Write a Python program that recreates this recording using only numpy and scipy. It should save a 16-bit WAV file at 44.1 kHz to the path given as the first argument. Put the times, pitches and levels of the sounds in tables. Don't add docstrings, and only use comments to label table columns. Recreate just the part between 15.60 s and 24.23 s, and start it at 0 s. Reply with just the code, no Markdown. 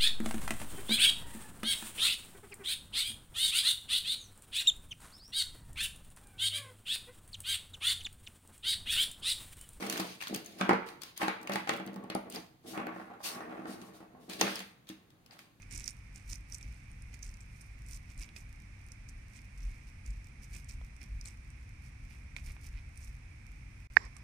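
import sys
import numpy as np
from scipy import signal
from scipy.fft import rfft, irfft, next_fast_len
from scipy.io import wavfile
from scipy.ndimage import uniform_filter1d

SR = 44100
rng = np.random.default_rng(int(sys.argv[2]) if len(sys.argv) > 2 else 0)


def unload_audio(sound):
    columns = np.transpose(np.atleast_2d(sound))
    steps = np.round(np.clip(columns, -1, 1) * 32767)
    wavfile.write(sys.argv[1], SR, steps.astype(np.int16))


N = 380583
TIME_S = np.arange(N) / SR

# f/Hz, level/dB
HISS_SPECTRUM = [(100, 6.5), (500, -4), (800, -2.5), (1250, -1.5), (1800, 0.5), (2600, -5.5), (3150, -9.5),
                 (5000, -12), (7500, -15), (9400, -16.5), (10100, -23), (15000, -27)]
DRONE_SPECTRUM = [(40, -5), (100, 3.5), (130, 3.5), (160, -5.5), (200, -3.5), (250, -9.5), (310, -14),
                  (400, -27.5), (600, -59), (1500, -77)]
RUMBLE_SPECTRUM = [(12, -26), (22, -14.5), (36, -2.5), (49, -1), (62, -2), (78, -14), (105, -13.5),
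                   (130, -15.5), (170, -28.5), (300, -35.5), (600, -81)]
SWING_SPECTRUM = [(12, -25), (22, -14), (36, -2), (50, 2.5), (62, -5), (78, -20), (130, -23.5),
                  (300, -44.5), (600, -71)]
SWELL_SPECTRUM = [(40, -49), (60, -8), (68, 0), (74, -3.5), (90, -33), (135, -17.5), (200, -46),
                  (600, -87.5)]
CLICK_SPECTRUM = [(1200, -20), (3300, -19.5), (4800, -3.5), (8500, -4.5), (10500, -7.5), (15000, -18)]
PAT_SPECTRUM = [(80, -11), (300, -13), (1200, -5.5), (2700, -9), (3600, -2.5), (5000, -13), (8000, -10),
                (15000, -11)]
CRACKLE_SPECTRUM = [(1500, -9), (3300, -8), (4800, -2), (6500, 3), (8300, 5.5), (10000, -12.5), (12500, -5),
                    (15000, -7)]
FIZZ_SPECTRUM = [(2000, -24), (4500, 7), (8000, 4.5), (10500, 6), (15000, 0.5)]
SQUISH_SPECTRUM = [(150, -20), (400, -4), (1000, -0.5), (2000, 4.5), (3500, 1), (5000, -1), (9000, -42)]
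RUSTLE_SPECTRUM = [(2000, -13), (4500, -2), (8000, -1), (10500, -8), (15000, -5)]
PALM_SPECTRUM = [(80, -19), (200, 3), (300, -4.5), (450, -15.5), (900, -36)]
RUB_SPECTRUM = [(150, -0.5), (400, 4), (650, -5), (1100, 8.5), (1400, -2.5), (1850, 5.5), (2500, -17),
                (3200, -15), (5200, -6), (6500, -21), (12000, -36)]

# f/Hz, width/Hz, gain/dB
ROOM_MODES = [(491, 15, 4), (800, 22, 2)]
# f/Hz, relative level/dB
HUM_PARTIALS = [(48.4, -58), (96.9, -53)]
# t/s, relative level/dB
HAND_SWINGS = [(.19, -46.5), (.72, -44.5), (1.08, -42.5), (1.39, -45.5), (1.68, -44.5), (2.19, -48),
               (2.319, -47), (2.6, -45), (2.9, -47), (3.57, -45.5), (4.06, -35.5), (4.53, -39),
               (4.94, -44.5), (5.21, -42), (5.56, -39), (6.88, -43.5), (7.14, -42), (7.5, -46)]
# t/s, level/dB
SWELL_ENVELOPE = [(0, -78), (4.6, -63), (5.6, -58.5), (6.3, -55), (7.0, -50.5), (7.6, -54), (8.1, -66)]
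# t/s, relative level/dB, f/Hz, relative pan (left minus right)/dB
FILM_SNAPS = [(0.021, -39.5, 6500, -14), (0.1109, -39, 5900, -13), (0.125, -32, 8900, -10),
              (0.1481, -33, 8840, -13), (0.1776, -23.5, 7800, -14), (0.1976, -28.5, 7700, -17),
              (0.2416, -27, 5700, -16), (0.2591, -29, 5700, -7), (0.2783, -17.5, 5900, -19),
              (0.2797, -25, 5700, -14), (0.3063, -33.5, 9200, -17), (0.5574, -44, 7800, -15),
              (0.7251, -36, 6470, -20), (0.7564, -31, 6300, -16), (0.9234, -29, 5900, -20),
              (0.9455, -21.5, 7400, -10), (0.9495, -27.5, 6640, -14), (0.983, -34, 8400, -11),
              (1.0117, -37, 7740, 1), (1.0283, -34, 5700, -10), (1.3154, -44, 9000, -12),
              (1.422, -40, 8200, -9), (1.541, -37, 6700, -11), (1.63, -26, 6240, -12),
              (1.741, -38.5, 7040, -14), (2.0146, -39.5, 9150, -14), (2.2639, -39, 8200, -14),
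              (2.5782, -38, 8350, -11), (2.626, -31, 4900, -11), (2.7637, -34, 4600, -19),
              (3.2648, -45.5, 8800, -12), (3.3193, -33.5, 7100, -15), (3.9813, -41, 8400, -9),
              (4.0303, -42, 5900, -10), (4.4624, -34, 7200, -18), (4.6443, -41.5, 6940, -9),
              (5.0447, -39, 8000, -11), (5.0957, -38, 5800, -14), (5.3651, -43, 8100, -12),
              (5.415, -39, 5140, -17), (5.4384, -41, 5840, -15), (5.612, -31, 5300, -11),
              (5.657, -28, 7700, 10), (5.9036, -41.5, 8300, -14), (6.8622, -36.5, 10600, -10),
              (7.3749, -36.5, 8900, -9), (8.4515, -40.5, 7700, -12), (8.5666, -34.5, 7700, -17.5)]
# t/s, relative level/dB, trapped-air f/Hz, resonance gain/dB
PALM_PATS = [(0.028, -40, 2460, 12), (.279, -37, 1990, 7), (1.011, -41, 2400, 19), (2.69, -38.5, 2620, 5),
             (2.7632, -32.5, 2420, 17), (5.214, -36.5, 503, 1), (5.656, -33.5, 4270, 18),
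             (6.7645, -25, 2100, 5), (6.966, -38, 800, 10), (8.566, -37.5, 1200, 11)]
# peak t/s, rise/s, fall/s, relative crackle/dB, relative squish/dB, extra fizz/dB
HAND_SQUEEZES = [(0.121, .02, 0.21, -50.5, -49.5, -4), (.215, .05, 0.038, -55, -52, 0),
                 (.28, 0.035, .035, -45, -51, -5), (0.557, 0.014, 0.075, -56.5, -58, -6),
                 (.725, 0.048, 0.039, -45.5, -52.5, 1.5), (.935, 0.043, .045, -53, -60, 2),
                 (1.03, 0.046, 0.3, -69, -59.5, -4), (1.541, 0.018, 0.032, -59, -54, 0),
                 (1.633, 0.013, 0.077, -51, -63, -6), (1.81, .01, 0.033, -59.5, -75, -7),
                 (2.0, 0.096, 0.093, -66, -70, 3.5), (2.32, 0.047, 0.055, -52.5, -56, 3),
                 (2.36, 0.041, 0.019, -50, -65, 2), (2.5, .03, 0.055, -63.5, -59, -1.5),
                 (2.624, .05, 0.033, -49.5, -49, -1), (2.766, 0.012, 0.06, -52.5, -52.5, -2),
                 (3.32, 0.018, 0.018, -66, -69, -10), (3.493, 0.012, 0.011, -54.5, -61, -2),
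                 (3.775, 0.064, 0.041, -60, -57.5, -2), (4.03, .09, 0.24, -66.5, -61, -1),
                 (4.278, 0.0096, 0.023, -59, -57, -2), (4.464, 0.02, .12, -64.5, -65, -3),
                 (4.84, 0.023, 0.023, -56.5, -57, 0.5), (4.962, 0.059, .05, -54.5, -51.5, 3.5),
                 (5.105, 0.028, .04, -53, -54.5, -1.5), (5.418, 0.011, 0.042, -64, -52.5, -1),
                 (5.656, 0.0085, 0.073, -53, -52, -0.5), (6.27, .05, 0.029, -65, -65, 3),
                 (6.52, 0.041, 0.088, -65, -58.5, 0), (6.77, .006, 0.058, -59, -50.5, -3),
                 (6.895, 0.058, 0.043, -64, -51, 10.5), (7.06, 0.046, 0.038, -59, -55.5, 5),
                 (7.18, 0.056, 0.037, -75, -54.5, -9), (7.425, .075, 0.084, -58, -68, -0.5)]
# t/s, level/dB
RUB_ENVELOPE = [(8.36, -61), (8.372, -46.5), (8.39, -56), (8.42, -55.5), (8.465, -56.5), (8.5, -77),
                (8.63, -67.5)]
# t/s, gain/dB
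BODY_KNOCKS = [(8.3679, -0.5), (8.3706, -18.5)]
# f/Hz, relative level/dB, rise/s, left minus right/dB
BODY_MODES = [(554, -25, 0.00173, -4), (873, -11.5, 0.0011, -14.5), (1753, 3, 0.001581, -18),
              (1995, -1.5, 0.001302, -23), (2400, -13.5, 0.000947, -21), (3570, -27.5, 0.001, -19.5),
              (4600, -23.5, 0.000935, -27), (5280, -33, 0.00089, -30)]
# f/Hz, width/Hz, gain/dB
PORT_MODES = [
    [(2760, 800, 2), (7700, 460, 4.5)],
    [(2339, 315, 16), (5700, 700, 9), (9200, 486, 11.5)],
]


def amp(db):
    return 10 ** (np.asarray(db) / 20)


def unit_rms(x):
    return x / np.sqrt(np.mean(x ** 2) + 1e-20)


def add(mix, at_s, sound):
    part = mix[:, max(round(at_s * SR), 0):][:, :sound.shape[1]]
    part += sound[:, :part.shape[1]]


def pan(pan_db):
    left = np.atleast_1d(amp(pan_db))
    return 2 * np.array([left, np.ones_like(left)]) / (1 + left)


def bell(x, centre, width):
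    return np.exp(-.5 * ((x - centre) / width) ** 2)


def min_phase(db_at, size=4096):
    log_gain = np.log(amp(db_at(abs(np.fft.fftfreq(size, 1 / SR)))))
    return np.fft.ifft(np.exp(np.conj(signal.hilbert(log_gain)))).real[:size // 2]


def resonator(modes):
    return min_phase(lambda f: sum(db * bell(f, hz, width_hz) for hz, width_hz, db in modes))


def spectrum_db(spectrum, hz):
    knots_hz, db = np.transpose(spectrum)
    return np.interp(np.log(hz + 1), np.log(knots_hz + 1), db)


def colour(x, spectrum):
    taps = min_phase(lambda hz: spectrum_db(spectrum, hz))
    return signal.fftconvolve(x, taps[None] / np.linalg.norm(taps), axes=1)[:, :x.shape[1]]


def noise(spectrum, channels=2):
    size = next_fast_len(N, True)
    white = rfft(rng.standard_normal((channels, size)))
    gain = amp(spectrum_db(spectrum, np.fft.rfftfreq(size, 1 / SR)))
    return unit_rms(irfft(white * gain, size)[:, :N])


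def levelled_noise(spectrum):
    mono = noise(spectrum, channels=1)
    return mono / np.sqrt(uniform_filter1d(mono[0] ** 2, size=7000))


def lurch(depth_db, per_s):
    knots_s = np.arange(0, TIME_S[-1] + 1, 1 / per_s)
    heights = np.clip(rng.standard_normal(len(knots_s)), -2, 2)
    return unit_rms(amp(depth_db * np.interp(TIME_S, knots_s, heights)))


def pops(per_s, spread_db, stereo_spread=1):
    size = amp(spread_db * np.minimum(rng.exponential(1, N), 3))
    fires = rng.random(N) < per_s / SR
    polarity = rng.choice([-1, 1], N)
    return unit_rms(size * fires * (polarity + stereo_spread * rng.standard_normal((2, N))))


def room_background(hiss_db=-65, drone_db=-58, hum_gain_db=-7):
    hiss = amp(hiss_db) * unit_rms(noise(HISS_SPECTRUM) + 0.073 * noise(HISS_SPECTRUM, channels=1))
    hiss = signal.oaconvolve(hiss, resonator(ROOM_MODES)[None], axes=1)[:, :N]
    drone = amp(drone_db) * (noise(DRONE_SPECTRUM, channels=1) + 0.13 * noise(DRONE_SPECTRUM))
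    waver_rad = 1.1 * noise([(1, 0), (3, -6), (10, -60), (100, -140)], channels=1)
    hum = sum(amp(db + hum_gain_db) * np.sqrt(2) * np.sin(2 * np.pi * hz * TIME_S + waver_rad)
              for hz, db in HUM_PARTIALS)
    return hiss + drone + hum


def rumble(rest_db=-52, swing_gain_db=-1, swing_width_s=0.054):
    bumps = sum(amp(db + swing_gain_db) * bell(TIME_S, at_s, swing_width_s) for at_s, db in HAND_SWINGS)
    rest = amp(rest_db) * lurch(depth_db=2, per_s=11) * levelled_noise(RUMBLE_SPECTRUM)
    return rest + bumps * levelled_noise(SWING_SPECTRUM)


def swelling_drone():
    return amp(np.interp(TIME_S, *np.transpose(SWELL_ENVELOPE))) * levelled_noise(SWELL_SPECTRUM)


def snaps(gain_db=-5, ring_s=0.00045, ring_gain=0.38, scatter_s=0.0021, pan_offset_db=6):
    out, t = np.zeros((2, N)), np.arange(600) / SR
    for at_s, db, hz, pan_db in FILM_SNAPS:
        paths = .22 * rng.standard_normal((2, len(t))) * np.exp(-t / scatter_s)
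        paths[:, 0] = 1
        ring = (t == 0) + ring_gain * np.exp(-t / ring_s) * np.cos(2 * np.pi * hz * t)
        click = colour(signal.fftconvolve(paths, ring[None], axes=1), CLICK_SPECTRUM)
        click /= np.linalg.norm(click, axis=1, keepdims=True)
        add(out, at_s, 2 * amp(db + gain_db) * pan(pan_db + pan_offset_db) * click)
    return out


def pats(decay_s=0.0027, width_oct=0.079, rolloff_db_per_oct=11):
    out, t = np.zeros((2, N)), np.arange(1200) / SR
    for at_s, db, hz, resonance_db in PALM_PATS:
        def hollow_db(f):
            above_oct = np.log2((f + 1) / hz)
            peak_db = resonance_db * bell(above_oct, 0, width_oct)
            loss_db = rolloff_db_per_oct * np.maximum(above_oct - 1, 0)
            return spectrum_db(PAT_SPECTRUM, f) + peak_db - loss_db
        puff = rng.standard_normal((2, len(t))) * np.exp(-t / decay_s)
        puff[:, 0] = 5
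        slap = signal.fftconvolve(puff, min_phase(hollow_db)[None], axes=1)
        add(out, at_s, 2 * amp(db) * pan(-1) * slap / np.linalg.norm(slap))
    return out


def squeeze_pressure(peak_s, rise_s, fall_s, edge_drop_db=16.5, rise_power=2, fall_power=1.76):
    before = np.clip((peak_s - TIME_S) / rise_s, 0, 6)
    after = np.clip((TIME_S - peak_s) / fall_s, 0, 6)
    near = before + after < 6
    pressure = np.zeros(N)
    pressure[near] = amp(-edge_drop_db * (before[near] ** rise_power + after[near] ** fall_power))
    return pressure


def bubbles(ring_s=0.00018, sizes=12):
    out, t = 0, np.arange(128) / SR
    for hz in np.geomspace(3600, 11500, sizes):
        ring = np.exp(-t / ring_s) * np.sin(2 * np.pi * hz * t)
        out = out + signal.oaconvolve(pops(per_s=70, spread_db=3), ring[None], axes=1)[:, :N]
    return unit_rms(colour(out, CRACKLE_SPECTRUM))


def finger_rustle(crackle_level, floor_db=-85, follow_db=-24, linger_s=0.35):
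    spurts = lurch(depth_db=7.5, per_s=170) * pops(per_s=4000, spread_db=2)
    activity = uniform_filter1d(crackle_level, size=int(linger_s * SR))
    return np.hypot(amp(floor_db), amp(follow_db) * activity) * colour(spurts, RUSTLE_SPECTRUM)


def squeezes(crackle_gain_db=-7, fizz_gain_db=-30, squish_gain_db=-12, palm_gain_db=-12):
    crackle_level, squish_level, fizz_level = np.zeros((3, N))
    for peak_s, rise_s, fall_s, crackle_db, squish_db, fizz_db in HAND_SQUEEZES:
        pressure = squeeze_pressure(peak_s, rise_s, fall_s)
        crackle_level = np.maximum(crackle_level, amp(crackle_db) * pressure)
        squish_level = np.maximum(squish_level, amp(squish_db) * pressure)
        fizz_drive = (amp(crackle_db) * pressure) ** 0.66
        fizz_level = np.maximum(fizz_level, amp(fizz_gain_db + fizz_db) * fizz_drive)
    slips = lurch(depth_db=4.4, per_s=300)
    fizz = fizz_level * colour(pops(per_s=1800, spread_db=3), FIZZ_SPECTRUM)
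    crackle = amp(crackle_gain_db) * crackle_level * bubbles()
    squish = amp(squish_gain_db) * squish_level * colour(pops(per_s=2500, spread_db=6), SQUISH_SPECTRUM)
    fingers = finger_rustle(crackle_level)
    palms = amp(palm_gain_db) * squish_level * noise(PALM_SPECTRUM, channels=1)
    return pan(-4) * (slips * (crackle + fizz) + squish + fingers) + palms


def ticks(level_db=-82):
    train = pops(per_s=12, spread_db=2.5, stereo_spread=.7)
    return amp(level_db) * pan(-5) * colour(train, RUSTLE_SPECTRUM)


def rub():
    start_s = RUB_ENVELOPE[0][0]
    level = amp(np.interp(TIME_S, *np.transpose(RUB_ENVELOPE))) * (TIME_S > start_s)
    return level * pan(-4.5) * noise(RUB_SPECTRUM)


def knock(ring_hz=7350, ring_spread_hz=110, ring_db=-62, ring_t60_s=0.23):
    out, t = np.zeros((2, N)), np.arange(SR // 5) / SR
    thud = 0
    for hz, db, rise_s, pan_db in BODY_MODES:
        envelope = (t / rise_s * np.exp(1 - t / rise_s)) ** 3
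        thud = thud + amp([[db + pan_db], [db]]) * envelope * np.cos(2 * np.pi * hz * (t - rise_s))
    thud = signal.sosfilt(signal.butter(4, [480, 6500], "band", fs=SR, output="sos"), thud)
    for at_s, db in BODY_KNOCKS:
        add(out, at_s, amp(db) * thud)
    partials_hz = rng.normal(ring_hz, ring_spread_hz, size=(8, 1))
    phases_rad = rng.uniform(0, 2 * np.pi, size=(8, 1))
    ring = unit_rms(np.sin(2 * np.pi * partials_hz * t + phases_rad).sum(0))
    add(out, BODY_KNOCKS[-1][0], pan(0) * amp(ring_db - 60 * t / ring_t60_s) * ring)
    return out


def kitchen_reverb(x, wet_db=-13, t60_s=0.1, predelay_s=.002):
    t = np.arange(SR // 3) / SR
    taps = rng.standard_normal((2, len(t))) * amp(-60 * t / t60_s) * (t > predelay_s)
    return x + amp(wet_db) * signal.fftconvolve(x, taps / np.linalg.norm(taps[0]), axes=1)[:, :N]


def mic_ports(x):
    taps = np.array([resonator(modes) for modes in PORT_MODES])
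    return signal.fftconvolve(x, taps, axes=1)[:, :N]


def scene():
    hands = kitchen_reverb(squeezes() + snaps() + ticks() + pats())
    return mic_ports(hands + room_background() + rumble() + swelling_drone() + rub()) + knock()


def record(dry, dropout_s=(8.272, 8.2995), dropout_db=-28, ceiling=1.78, cutoff_hz=15450):
    in_gap = (TIME_S > dropout_s[0]) & (TIME_S < dropout_s[1])
    gain = amp(dropout_db * uniform_filter1d(in_gap.astype(float), size=60))
    saturated = ceiling * np.tanh(dry * gain / ceiling)
    lowpass = signal.firwin(255, cutoff_hz, window=("kaiser", 8), fs=SR)
    return signal.oaconvolve(saturated, lowpass[None], "same")


dry = scene()
out = record(dry)
unload_audio(out)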